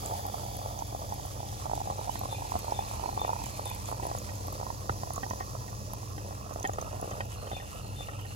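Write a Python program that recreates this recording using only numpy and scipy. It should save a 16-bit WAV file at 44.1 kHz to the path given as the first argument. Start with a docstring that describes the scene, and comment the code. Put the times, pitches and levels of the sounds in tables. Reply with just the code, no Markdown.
"""Sparkling water over ice

Indoors, a glass jar of ice and frozen fruit is filled with sparkling water close to a two-port microphone.
The stream drags air under: pulses gurgle and ring the jar's air. Random clicks hiss as foam, bubbles pop,
and ice strikes ringing glass modes. Farther off a house rumbles and hums, a lamp buzzes faintly
and a small bird whistles outside."""
import sys
import numpy as np
from scipy import signal
from scipy.fft import rfft, irfft, next_fast_len
from scipy.io import wavfile
from scipy.ndimage import uniform_filter1d

SR = 44100
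rng = np.random.default_rng(int(sys.argv[2]) if len(sys.argv) > 2 else 0)


def output_pcm(signal):
    """Save a mono or channel-first signal as 16-bit PCM at the path in sys.argv[1].

    Samples are clipped to [-1, 1] before scaling.
    """
    pcm = np.clip(np.atleast_2d(signal).T, -1, 1) * 32767
    wavfile.write(sys.argv[1], SR, np.round(pcm).astype(np.int16))


N = 368235
T = np.arange(N) / SR   # s
HZ = np.fft.rfftfreq(next_fast_len(N), 1 / SR)

# strength of the stream, heard as the patter of small bubbles before the wall: start_s, level_db [rms]
STREAM = [(0, -41.5), (.16, -40), (.5, -43), (1.5, -46.5), (1.95, -42), (2.35, -45.5), (3.15, -41.5),
          (3.49, -45), (3.9, -44), (4.3, -43.5), (4.58, -43), (4.9, -47.5), (5.8, -50), (6.3, -45.5),
          (6.85, -40.5), (7.3, -43.5), (8.35, -48)]
# big bubbles, before the wall: peak_s, level_db [peak], pitch_hz
BIG_BUBBLES = [(0.1952, -27, 850), (0.2538, -26.5, 710.0), (0.3445, -24.5, 800), (0.592, -28.5, 870),
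               (0.661, -26, 750), (0.823, -23, 780.0), (0.9286, -29, 756), (0.9496, -23.5, 720),
               (1.022, -31, 860), (1.1234, -25, 790), (1.198, -31, 805), (1.2529, -27.5, 780),
               (1.4046, -28, 790), (1.4312, -29.5, 810.0), (1.6574, -24, 778), (1.6656, -26, 830.0),
               (1.698, -24.5, 830), (1.7158, -23, 805), (1.7353, -20, 780), (1.778, -24.5, 750),
               (1.8048, -28, 820.0), (1.816, -24.5, 840.0), (1.875, -24.5, 850), (1.902, -20, 870),
               (1.9113, -25, 750), (1.984, -33, 830), (1.9929, -26, 610), (2.014, -29, 890.0),
               (2.081, -27.5, 820.0), (2.095, -21, 820), (2.157, -29, 890), (2.214, -23.5, 830),
               (2.2366, -26, 800.0), (2.2573, -26, 840.0), (2.3283, -26, 850.0), (2.4231, -29, 815),
               (2.521, -20.5, 840), (2.542, -24, 840.0), (2.5556, -17.5, 825), (2.564, -23, 690),
               (2.6461, -27, 810.0), (2.6824, -25, 860), (2.7231, -20, 770), (2.7916, -22.5, 790),
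               (2.8251, -31, 920), (2.9135, -25, 900.0), (2.9976, -28, 950), (3.039, -25, 860.0),
               (3.0603, -22.0, 890), (3.078, -32, 850.0), (3.0914, -23, 860), (3.129, -31, 860.0),
               (3.1769, -20, 880), (3.196, -29, 857), (3.2169, -19, 840), (3.2498, -18.5, 880),
               (3.2804, -24, 890.0), (3.294, -18.5, 850), (3.3031, -24, 800.0), (3.333, -20.5, 923),
               (3.365, -25.5, 930.0), (3.401, -30, 876), (3.419, -26.5, 850.0), (3.4408, -33, 880.0),
               (3.4667, -27, 900.0), (3.596, -23.5, 900), (3.659, -27, 930.0), (3.7154, -28, 913),
               (3.8897, -23.5, 760), (3.9164, -24, 900.0), (3.927, -25, 740), (3.999, -26.0, 900),
               (4.0344, -28, 750.0), (4.054, -21.5, 690.0), (4.0696, -22.5, 680.0), (4.0915, -29, 885),
               (4.101, -28, 690.0), (4.1152, -20.5, 704), (4.1511, -20.5, 730), (4.4514, -32, 730),
               (4.4836, -24, 740), (4.53, -29, 794), (4.602, -26, 880.0), (4.614, -24, 750.0),
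               (4.6318, -23.5, 755), (4.6675, -23, 910), (4.7041, -21.0, 860), (4.8964, -12, 1300.0),
               (5.0349, -20.5, 750), (5.074, -28, 700.0), (5.107, -19.5, 720), (5.165, -27, 810.0),
               (5.1803, -20.5, 720), (5.2658, -28, 784), (5.311, -22, 875), (5.3351, -25, 720.0),
               (5.392, -36, 745), (5.409, -23, 760), (5.5526, -25.5, 656), (5.7297, -30.5, 795),
               (5.936, -25.5, 740), (6.0326, -30, 785), (6.31, -28.5, 710), (6.465, -30, 720.0),
               (6.5111, -26, 710), (6.561, -23, 670.0), (6.609, -28.5, 700.0), (6.6454, -18, 764),
               (6.696, -16.5, 700), (6.786, -18, 754), (6.8266, -23.5, 740), (6.932, -27, 600.0),
               (6.9453, -27, 650.0), (6.9997, -27, 683), (7.0287, -20, 630), (7.0448, -24, 610),
               (7.0782, -28, 540), (7.114, -31, 580.0), (7.361, -29, 708), (7.386, -30.0, 670),
               (7.445, -33, 680.0), (7.5324, -26.5, 660.0), (7.568, -29, 680), (8.008, -28, 700.0)]
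# air above the water; its bottle tone climbs overall as the jar fills (foam() plays the two rings):
# start_s, bottle_hz, bottle_db [re each bubble], lower_hz, lower_db [rms], upper_hz, upper_db [rms]
JAR_AIR = [(0, 797, -2, 2286, -64, 3460, -87), (1.299, 774, -6.5, 2443, -67.5, 3284, -61),
           (2.5, 830, -2, 2523, -60, 4210, -60), (3.501, 855, -5.5, 2435, -58.5, 4550, -61),
           (4.8, 954, -16, 2572, -69, 4550, -62), (5.4, 1049, -4.5, 2513, -65.5, 4590, -65),
           (6.5, 1090, -13.5, 2634, -63.5, 4580, -75), (7.3, 1190, -15, 2700, -58.5, 4520, -82),
           (8.35, 1230, -7.5, 2780, -57.5, 4580, -73)]
# what the wet glass wall lets through of the gurgle: pitch_hz, level_db
WALL = [(200, 1), (1150, -0.5), (1380, -0.5), (1620, -8), (1900, 1), (2250, -15), (4000, -2), (16000, -20)]
BUBBLE_LEAD_S = .0012   # a big bubble starts this long before its peak
SMALL_LOW_HZ, SMALL_HIGH_HZ = 522, 1178   # pitches of the small bubbles


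def gurgle():
    """Each bubble is a short pulse at its own pitch and sets the bottle tone of the jar ringing."""
    tone_s, tone_hz, tone_db = np.transpose(JAR_AIR)[:3]
    when, size, tone = rng.random((3, 2900))
    small_hz = SMALL_LOW_HZ + (SMALL_HIGH_HZ - SMALL_LOW_HZ) * tone ** 1.1
    small = np.c_[when * N / SR, -3.8 * np.log(size + .08), small_hz]
    big = np.array(BIG_BUBBLES) - [BUBBLE_LEAD_S, 0, 0]

    def with_bottle_tone(rows):
        """The pulses plus the answer of the jar, each slightly detuned."""
        at = rows[:, 0]
        detune = 2 ** (0.082 * rng.standard_normal(len(at)))
        jar_db = rows[:, 1] + np.interp(at, tone_s, tone_db)
        jar = np.c_[at, jar_db, np.interp(at, tone_s, tone_hz) * detune]
        pulses = bubbles(rows, cycles=9.5, swell=0.06, rise=0.012, rough=0)
        return pulses + bubbles(jar, cycles=16.4, swell=0.63, rise=0.00052, rough=0)

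    stream_db, = in_time(STREAM)
    patter = from_db(stream_db) * rms_one(with_bottle_tone(small))
    return filtered(patter + with_bottle_tone(big), response(WALL))


# the foam settles and the jar is drawn away: start_s, hiss_db [rms], sizzle_db [rms]
FOAM = [(0, -44.5, -49), (.9, -46.5, -55), (2.3, -48.5, -47.5), (3.4, -47, -51), (3.7, -50, -47),
        (4.6, -46.5, -53), (5.2, -45, -64), (6.4, -50, -55.5), (7.2, -52, -53), (8.35, -56.5, -54)]
# colour of the foam hiss: pitch_hz, level_db [relative, per Hz]
HISS = [(300, 9), (900, 9), (1300, -1), (1620, -10), (1900, 1.5), (2250, -20), (2600, -8.5), (3900, -4),
        (5200, 4), (7000, 3.5), (7800, -1.5), (9300, -2.5), (16000, -7)]
# colour of the fresh, deep foam on top of the hiss: pitch_hz, level_db
FRESH = [(1500, -3.5), (2340, -3), (2750, -2), (3430, 12), (4050, -5), (4640, 5.5), (5400, -5),
         (6200, -1.5), (16000, 5)]
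# colour of the fine spray: pitch_hz, level_db [relative, per Hz]
SIZZLE = [(6000, 4), (8500, 10), (10500, 0.5), (12500, -0.5), (14500, 2), (16000, -32)]
FRESH_UNTIL_S = 1.46   # the fresh colour is gone by then
LOWER_WIDTH_HZ, UPPER_WIDTH_HZ = 230, 480   # half widths of the two air rings


def foam():
    """Tiny bubbles burst by the thousand; finer spray sizzles above; the air in the jar rings along."""
    flicker = from_db(1.2 * drift(25))
    hiss = coloured(grains(9000 * flicker, spread_db=3.0), HISS)
    fresh = np.clip(1 - T / FRESH_UNTIL_S, 0, 1) ** .5
    hiss = (1 - fresh) * hiss + fresh * filtered(hiss, response(FRESH))
    sizzle = coloured(grains(5000 * flicker, spread_db=3.0), SIZZLE)
    hiss_db, sizzle_db = in_time(FOAM)
    lower_hz, lower_db, upper_hz, upper_db = in_time(JAR_AIR)[2:]
    air = from_db(lower_db) * air_ring(lower_hz, LOWER_WIDTH_HZ)
    air = air + from_db(upper_db) * air_ring(upper_hz, UPPER_WIDTH_HZ)
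    return from_db(hiss_db) * hiss + from_db(sizzle_db + 2.24 * drift(13)) * sizzle + air


def air_ring(hz, half_width_hz):
    """Grains smoothed into a band about zero hertz, carried up onto a moving resonance."""
    carrier = 2 * np.pi * np.cumsum(hz) / SR
    band = 1 / (1 + (HZ / half_width_hz) ** 4)
    a, b = (filtered(grains(900, spread_db=5.0), band) for _ in range(2))
    return rms_one(a * np.cos(carrier) + b * np.sin(carrier))


# bubbles bursting on top, nominal levels before the ragged noise: start_s, level_db [peak], pitch_hz
POPS = [(.0598, -24, 7400), (.2666, -29, 12400), (.5685, -28, 11000), (.7893, -34, 6240),
        (1.0926, -35, 6070), (1.1415, -33, 11800), (1.2592, -31, 10800), (1.7528, -31, 7400),
        (2.1927, -27.5, 12200), (2.5902, -30.5, 12000), (2.7082, -35, 5200), (2.9369, -33, 7200),
        (3.2072, -34, 12200), (3.4384, -28, 7440), (3.4592, -28.5, 7050), (3.575, -36, 11400),
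        (3.6557, -26, 10340), (3.7, -30, 11460), (3.7485, -33, 11300), (3.8566, -30, 7200),
        (3.911, -37, 11000), (4.0672, -29, 10100), (4.1667, -32, 10130), (4.1851, -30, 6700),
        (4.3552, -35, 6800), (4.4699, -31, 11900), (4.5265, -31, 11800), (5.1352, -27.5, 10600),
        (5.1595, -28, 6900), (5.3007, -29, 6100), (5.935, -29, 11400), (6.5372, -34, 6700),
        (6.5982, -33, 5970), (6.6286, -29.5, 6300), (6.6739, -28, 6730), (6.7343, -31, 6640),
        (6.8126, -28.5, 6300), (7.0132, -28.5, 10400), (7.1082, -35, 6340)]


def pops():
    """Larger bubbles burst, each a bright ragged ring of a few milliseconds; smaller ones crackle between."""
    when, size, tone = rng.random((3, 900))
    at = when * N / SR
    spray_s, _, spray_db = np.transpose(FOAM)
    crackle_db = 5 - 3.5 * np.log(size + .05) + np.interp(at, spray_s, spray_db)   # follows the spray
    crackle = np.c_[at, crackle_db, 5500 * 2 ** (1.25 * tone ** .7)]
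    burst = bubbles(POPS, cycles=50.0, swell=0.8, rise=0.0005, rough=0.5)
    burst = burst + bubbles(crackle, cycles=24.0, swell=0.2, rise=0.002, rough=0.6)
    return signal.sosfilt(signal.butter(2, 2600, "high", fs=SR, output="sos"), burst)


# ice on glass: start_s, splash_db [nominal peak], thud_db [through the hand and table],
# spot_hz [pitch that the spot struck favours]
KNOCKS = [(2.156, -30, -54, 3120), (2.553, -44, -24.5, 902), (3.246, -34, -58, 2240),
          (3.4396, -34, -32, 3300), (4.0266, -39, -27.5, 1900), (4.29, -36.5, -44, 1877),
          (4.8963, -35.5, -24, 1450), (5.2323, -30, -38, 1840), (5.308, -35, -31, 1950),
          (5.336, -51, -55, 1950), (5.4041, -36.5, -34, 1850), (5.424, -41, -56, 2200),
          (5.68, -42, -56, 1900), (6.18, -37.5, -78, 1917), (6.6436, -31.5, -35, 1810),
          (6.651, -25, -48, 2150), (6.734, -40, -56, 2600), (6.7863, -32.5, -27.5, 2700),
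          (7.1143, -32.5, -30.5, 2570), (7.2056, -27, -33, 2230), (7.47, -35, -60, 3260),
          (7.515, -34, -47, 1500), (7.531, -40, -64, 2600), (7.6, -42, -56, 1900), (8.0857, -37, -56, 1750),
          (8.133, -39, -56, 2680), (8.191, -37, -60, 3300), (8.251, -43, -58, 1840), (8.31, -48, -56, 1840)]
# modes of the wet glass: pitch_hz, level_db [relative], t60_s
GLASS = [(377, -10, .02), (790, 16, 0.041), (1180, -21, 0.017), (1530, -1, 0.017), (1860, 0, 0.027),
         (2040, -11, 0.026), (2510, -11, 0.022), (3090, -9.5, 0.043), (4750, -10, 0.022)]
TABLE_DB, RING_DB = -5.5, -1   # deep part against the thud; ring of the glass against the splash
OFF_SPOT_DB_PER_OCTAVE, BOUNCE_DB = 10.5, -5   # loss away from the favoured pitch; step per rebound


def ice():
    """Each knock rings every glass mode unevenly, rattles through three rebounds, splashes and thuds."""
    s, splash_db, thud_db, spot_hz = np.transpose(KNOCKS)
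    thud = bubbles(np.c_[s, thud_db, 0 * s + 280], cycles=1.75, swell=0.3, rise=-0.0085, rough=0)
    deep = bubbles(np.c_[s, thud_db + TABLE_DB, 0 * s + 95], cycles=7.8, swell=0.72, rise=0, rough=0)
    splash = bubbles(np.c_[s, splash_db, 0 * s + 1100], cycles=10.0, swell=0.032, rise=0, rough=0.13)
    splash = signal.sosfilt(signal.butter(2, 2400, fs=SR, output="sos"), splash)
    out = thud + deep + splash
    gaps_s = np.c_[0 * s, rng.uniform(.002, .006, (len(s), 3))]
    touch = ((s[:, None] + np.cumsum(gaps_s, axis=1)) * SR).astype(int)
    for hz, level_db, t60 in GLASS:
        off_spot_db = OFF_SPOT_DB_PER_OCTAVE * abs(np.log2(hz / spot_hz))
        first_db = splash_db + level_db + RING_DB - off_spot_db
        uneven_db = 0.92 * rng.standard_normal(touch.shape)
        clicks = np.zeros(N)
        clicks[touch] = from_db(first_db[:, None] + BOUNCE_DB * np.arange(4) + uneven_db)
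        out = out + ring(clicks, hz, t60)
    return out


# bird outside, each time it sings: start_s, level_db
PHRASES = [(2.086, -48.5), (2.535, -48.5), (2.983, -46), (3.445, -47.5), (7.305, -48.5), (7.758, -49),
           (8.205, -51)]
# one phrase: start_s, length_s, from_hz, to_hz, level_db [re the phrase]
NOTES = [(.005, .05, 2877, 3060, -1), (.062, .14, 4170, 4346, -3.5), (.2, .11, 3640, 3505, -2.5),
         (.255, 0.048, 2437, 2514, -0.5), (.27, .06, 2780, 2820, -10), (.4, 0.061, 2590, 2683, -8)]


def bird():
    """One phrase of gliding, hoarse whistles, repeated; moving leaves give each its own echoes."""
    out, t = np.zeros(N + 2 * SR), np.arange(SR // 4) / SR
    for start, phrase_db in PHRASES:
        phrase = np.zeros(SR // 2)
        for s, length, from_hz, to_hz, db in NOTES:
            u = np.linspace(0, 1, int(length * SR))
            rasp = rms_one(uniform_filter1d(rng.standard_normal(len(u)), size=180))
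            glide_hz = from_hz + (to_hz - from_hz) * np.sqrt(u)
            phase = 2 * np.pi * np.cumsum(glide_hz) / SR + 0.75 * rasp
            swell = np.sin(np.pi * u ** 0.5) * (1 + 0.35 * rasp[::-1])
            phrase[int(s * SR):][:len(u)] += from_db(db) * np.sin(phase) * swell
        yard = rng.standard_normal(len(t)) * from_db(-60 * t / 1.0)   # t60 of 1 s
        yard *= from_db(-6) / np.sqrt(np.sum(yard ** 2))   # echo energy against the direct whistle
        yard[0] += 1
        heard = signal.fftconvolve(phrase, yard)
        out[int(start * SR):][:len(heard)] += from_db(phrase_db) * heard
    return out[:N]


# colour of the room's rumble: pitch_hz, level_db [relative, per Hz]
RUMBLE = [(12, -49), (20, -37), (103, 4.5), (124, 0.5), (161, -11.5), (205, -5.5), (247, -23), (297, -9),
          (344, -22), (480, -13.5), (620, -17), (1060, -120)]
# wavering motor tones: pitch_hz, level_db [nominal rms]
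HUM = [(54.5, -51.5), (94, -48), (120, -53), (207, -65.5), (290, -67.5), (1680, -73)]
# where the lamp's buzz rings: pitch_hz, width_hz, level_db [rms]
BUZZ = [(3700, 400, -74), (5790, 90, -75), (8700, 420, -65), (9560, 200, -73)]
RUMBLE_DB, BUZZ_HZ = -44, 60.01   # rms level; mains rate
WHINE_FROM_S, WHINE_HZ, WHINE_DB = 5.4, 842, -59   # a thin motor tone sets in; nominal peak level


def house():
    """Diffuse low rumble, motor tones that waver, a thin one joining late, and resonances clicked at mains rate."""
    rumble = from_db(RUMBLE_DB) * coloured(rng.standard_normal((3, N)), RUMBLE)
    hum = np.zeros(N)
    for hz, db in HUM:
        gain = np.sqrt(2) * from_db(db + 2.5 * drift(9))
        hum += gain * np.sin(2 * np.pi * (hz * T + 0.2 * drift(5)))
    sparks = np.diff(np.floor(T * BUZZ_HZ), prepend=0)
    buzz = np.zeros(N)
    for hz, width_hz, db in BUZZ:
        t60 = np.log(1000) / np.pi / width_hz
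        buzz += from_db(db) * rms_one(ring(sparks, hz, t60))
    onset = np.clip((T - WHINE_FROM_S) / 0.12, 0, 1)
    whine = from_db(WHINE_DB + drift(3)) * np.sin(2 * np.pi * WHINE_HZ * T) * onset
    return rumble + hum + buzz + whine * [[1], [0], [0]]   # the whine is in the direct row only


def scattered(x, t60):
    """The direct sound and two versions scattered by things nearby; the paths change as the jar moves."""
    t = np.arange(int(.04 * SR)) / SR
    paths = rng.standard_normal((4, len(t))) * from_db(-60 * t / t60)
    paths /= np.sqrt(np.sum(paths ** 2, axis=1, keepdims=True))
    heard = signal.fftconvolve(x[None], paths, axes=1)[:, :N]
    turn = 2 * np.pi * T * [[2.3], [3.1]]   # Hz, left and right
    return np.vstack([x, np.cos(turn) * heard[:2] + np.sin(turn) * heard[2:]])


# microphone ports: pitch_hz, lag_rad [right behind left is negative], common [share of power in both],
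# balance_db [left minus right]
PORTS = [(0, .4, .9, 0), (200, .3, .6, 0), (350, .6, .5, .5), (600, 1.5, .85, -2), (860, 2.35, .95, -4.5),
         (1150, 2.6, .85, -6.5), (1400, 2.5, .7, -2.5), (1700, 3.5, .75, 0), (2700, 5.4, .3, -3),
         (3500, 6.3, .5, 1), (4800, 7.6, .5, -4), (5600, 9.4, .25, -5), (6100, 11.5, .5, -4),
         (6700, 10.8, .3, -3), (7700, 10.2, .8, -1), (9100, 9.42, .93, 0), (10300, 7.8, .75, 0),
         (11600, 6.28, .98, 0), (13000, 4.6, .75, 0), (14250, 3.14, .98, 0), (16000, 1.1, .6, 0)]


def ports(sound):
    """Rows direct, scattered left, scattered right to two ports that differ in phase and level."""
    hz, lag, common, balance_db = np.transpose(PORTS)
    lag, balance_db = np.interp(HZ, hz, lag), np.interp(HZ, hz, balance_db)
    common = np.interp(HZ, hz, np.clip(common, 0, 1))
    side = np.array([[.5], [-.5]])   # left, right
    balance = from_db(balance_db * side)
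    direct = filtered(sound[0], np.sqrt(common) * np.exp(-1j * lag * (side + .5)) * balance)
    return direct + filtered(sound[1:], np.sqrt(1 - common) * balance)


def bubbles(rows, cycles, swell, rise, rough):
    """Each (s, peak dB, Hz) pulse swells over `swell` cycles, falls 60 dB over `cycles` and bends by `rise`."""
    out, t = np.zeros(N + 1000), np.arange(1000) / SR
    for (s, db, hz), noise in zip(rows, rng.standard_normal((len(rows), 1000))):
        turns = hz * t
        shape = (1 - np.exp(-turns / swell)) ** 2 * from_db(-60 * turns / cycles)
        wave = np.sin(2 * np.pi * turns * (1 + rise * turns)) + rough * noise
        at = int(np.clip(s * SR, 0, N - 1))
        out[at:at + 1000] += from_db(db) * wave * shape / shape.max()
    return out[:N]


def grains(per_s, spread_db):
    """Three unrelated streams of random clicks with a long tail of large ones."""
    sizes = from_db(spread_db * np.minimum(rng.exponential(1, (3, N)), 6))
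    signs = rng.choice([-1, 1], (3, N))
    return sizes * signs * (rng.random((3, N)) < per_s / SR)


def ring(x, hz, t60):
    """A unit click sets a decaying sine, of height about 1, ringing."""
    r, w = from_db(-60 / (t60 * SR)), 2 * np.pi * hz / SR
    return signal.lfilter([0, np.sin(w)], [1, -2 * r * np.cos(w), r * r], x + 1e-18)


def drift(rate_hz):
    """Slow chance of spread 1, smoothed at 40 knots a second and joined by straight lines."""
    knots = rng.standard_normal(int(N / SR * 40) + 4)
    r = np.exp(-2 * np.pi * min(rate_hz, 30) / 40)
    smooth = rms_one(signal.lfilter([1], [1, -r], knots))
    return np.interp(T * 40, np.arange(len(knots)), smooth)


def coloured(x, spectrum):
    """Give x the (Hz, dB) colour; rms 1."""
    return rms_one(filtered(x, response(spectrum)))


def filtered(x, gain):
    """Multiply the spectrum by a gain given on HZ."""
    size = next_fast_len(N)
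    return irfft(rfft(x, size) * gain, size)[..., :N]


def response(spectrum):
    """Gain on HZ of a (Hz, dB) table; -90 dB above its last row."""
    hz, db = np.transpose(spectrum)
    return from_db(np.interp(np.log(HZ + 1), np.log(hz), db, right=-90))


def in_time(rows):
    """The columns of (s, ..) rows, sample by sample."""
    s, *columns = np.transpose(rows)
    return [np.interp(T, s, c) for c in columns]


def rms_one(x):
    """Scale to rms 1."""
    return x / np.sqrt(np.mean(x ** 2) + 1e-20)


def from_db(db):
    """Decibels to gain."""
    return 10 ** (np.asarray(db) / 20)


def scene():
    """All sources at the two ports; the gurgle, pops, ice and bird are scattered on the way."""
    events = gurgle() + pops() + ice() + bird()
    return ports(scattered(events, t60=.02) + foam() + house())


def record(dry):
    """The microphone chain cuts the deepest bass and everything near and above 16 kHz."""
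    dry = signal.sosfilt(signal.butter(2, 25, "high", fs=SR, output="sos"), dry)
    return signal.sosfilt(signal.ellip(12, .5, 65, 15870, fs=SR, output="sos"), dry)


dry = scene()
out = record(dry)
output_pcm(out)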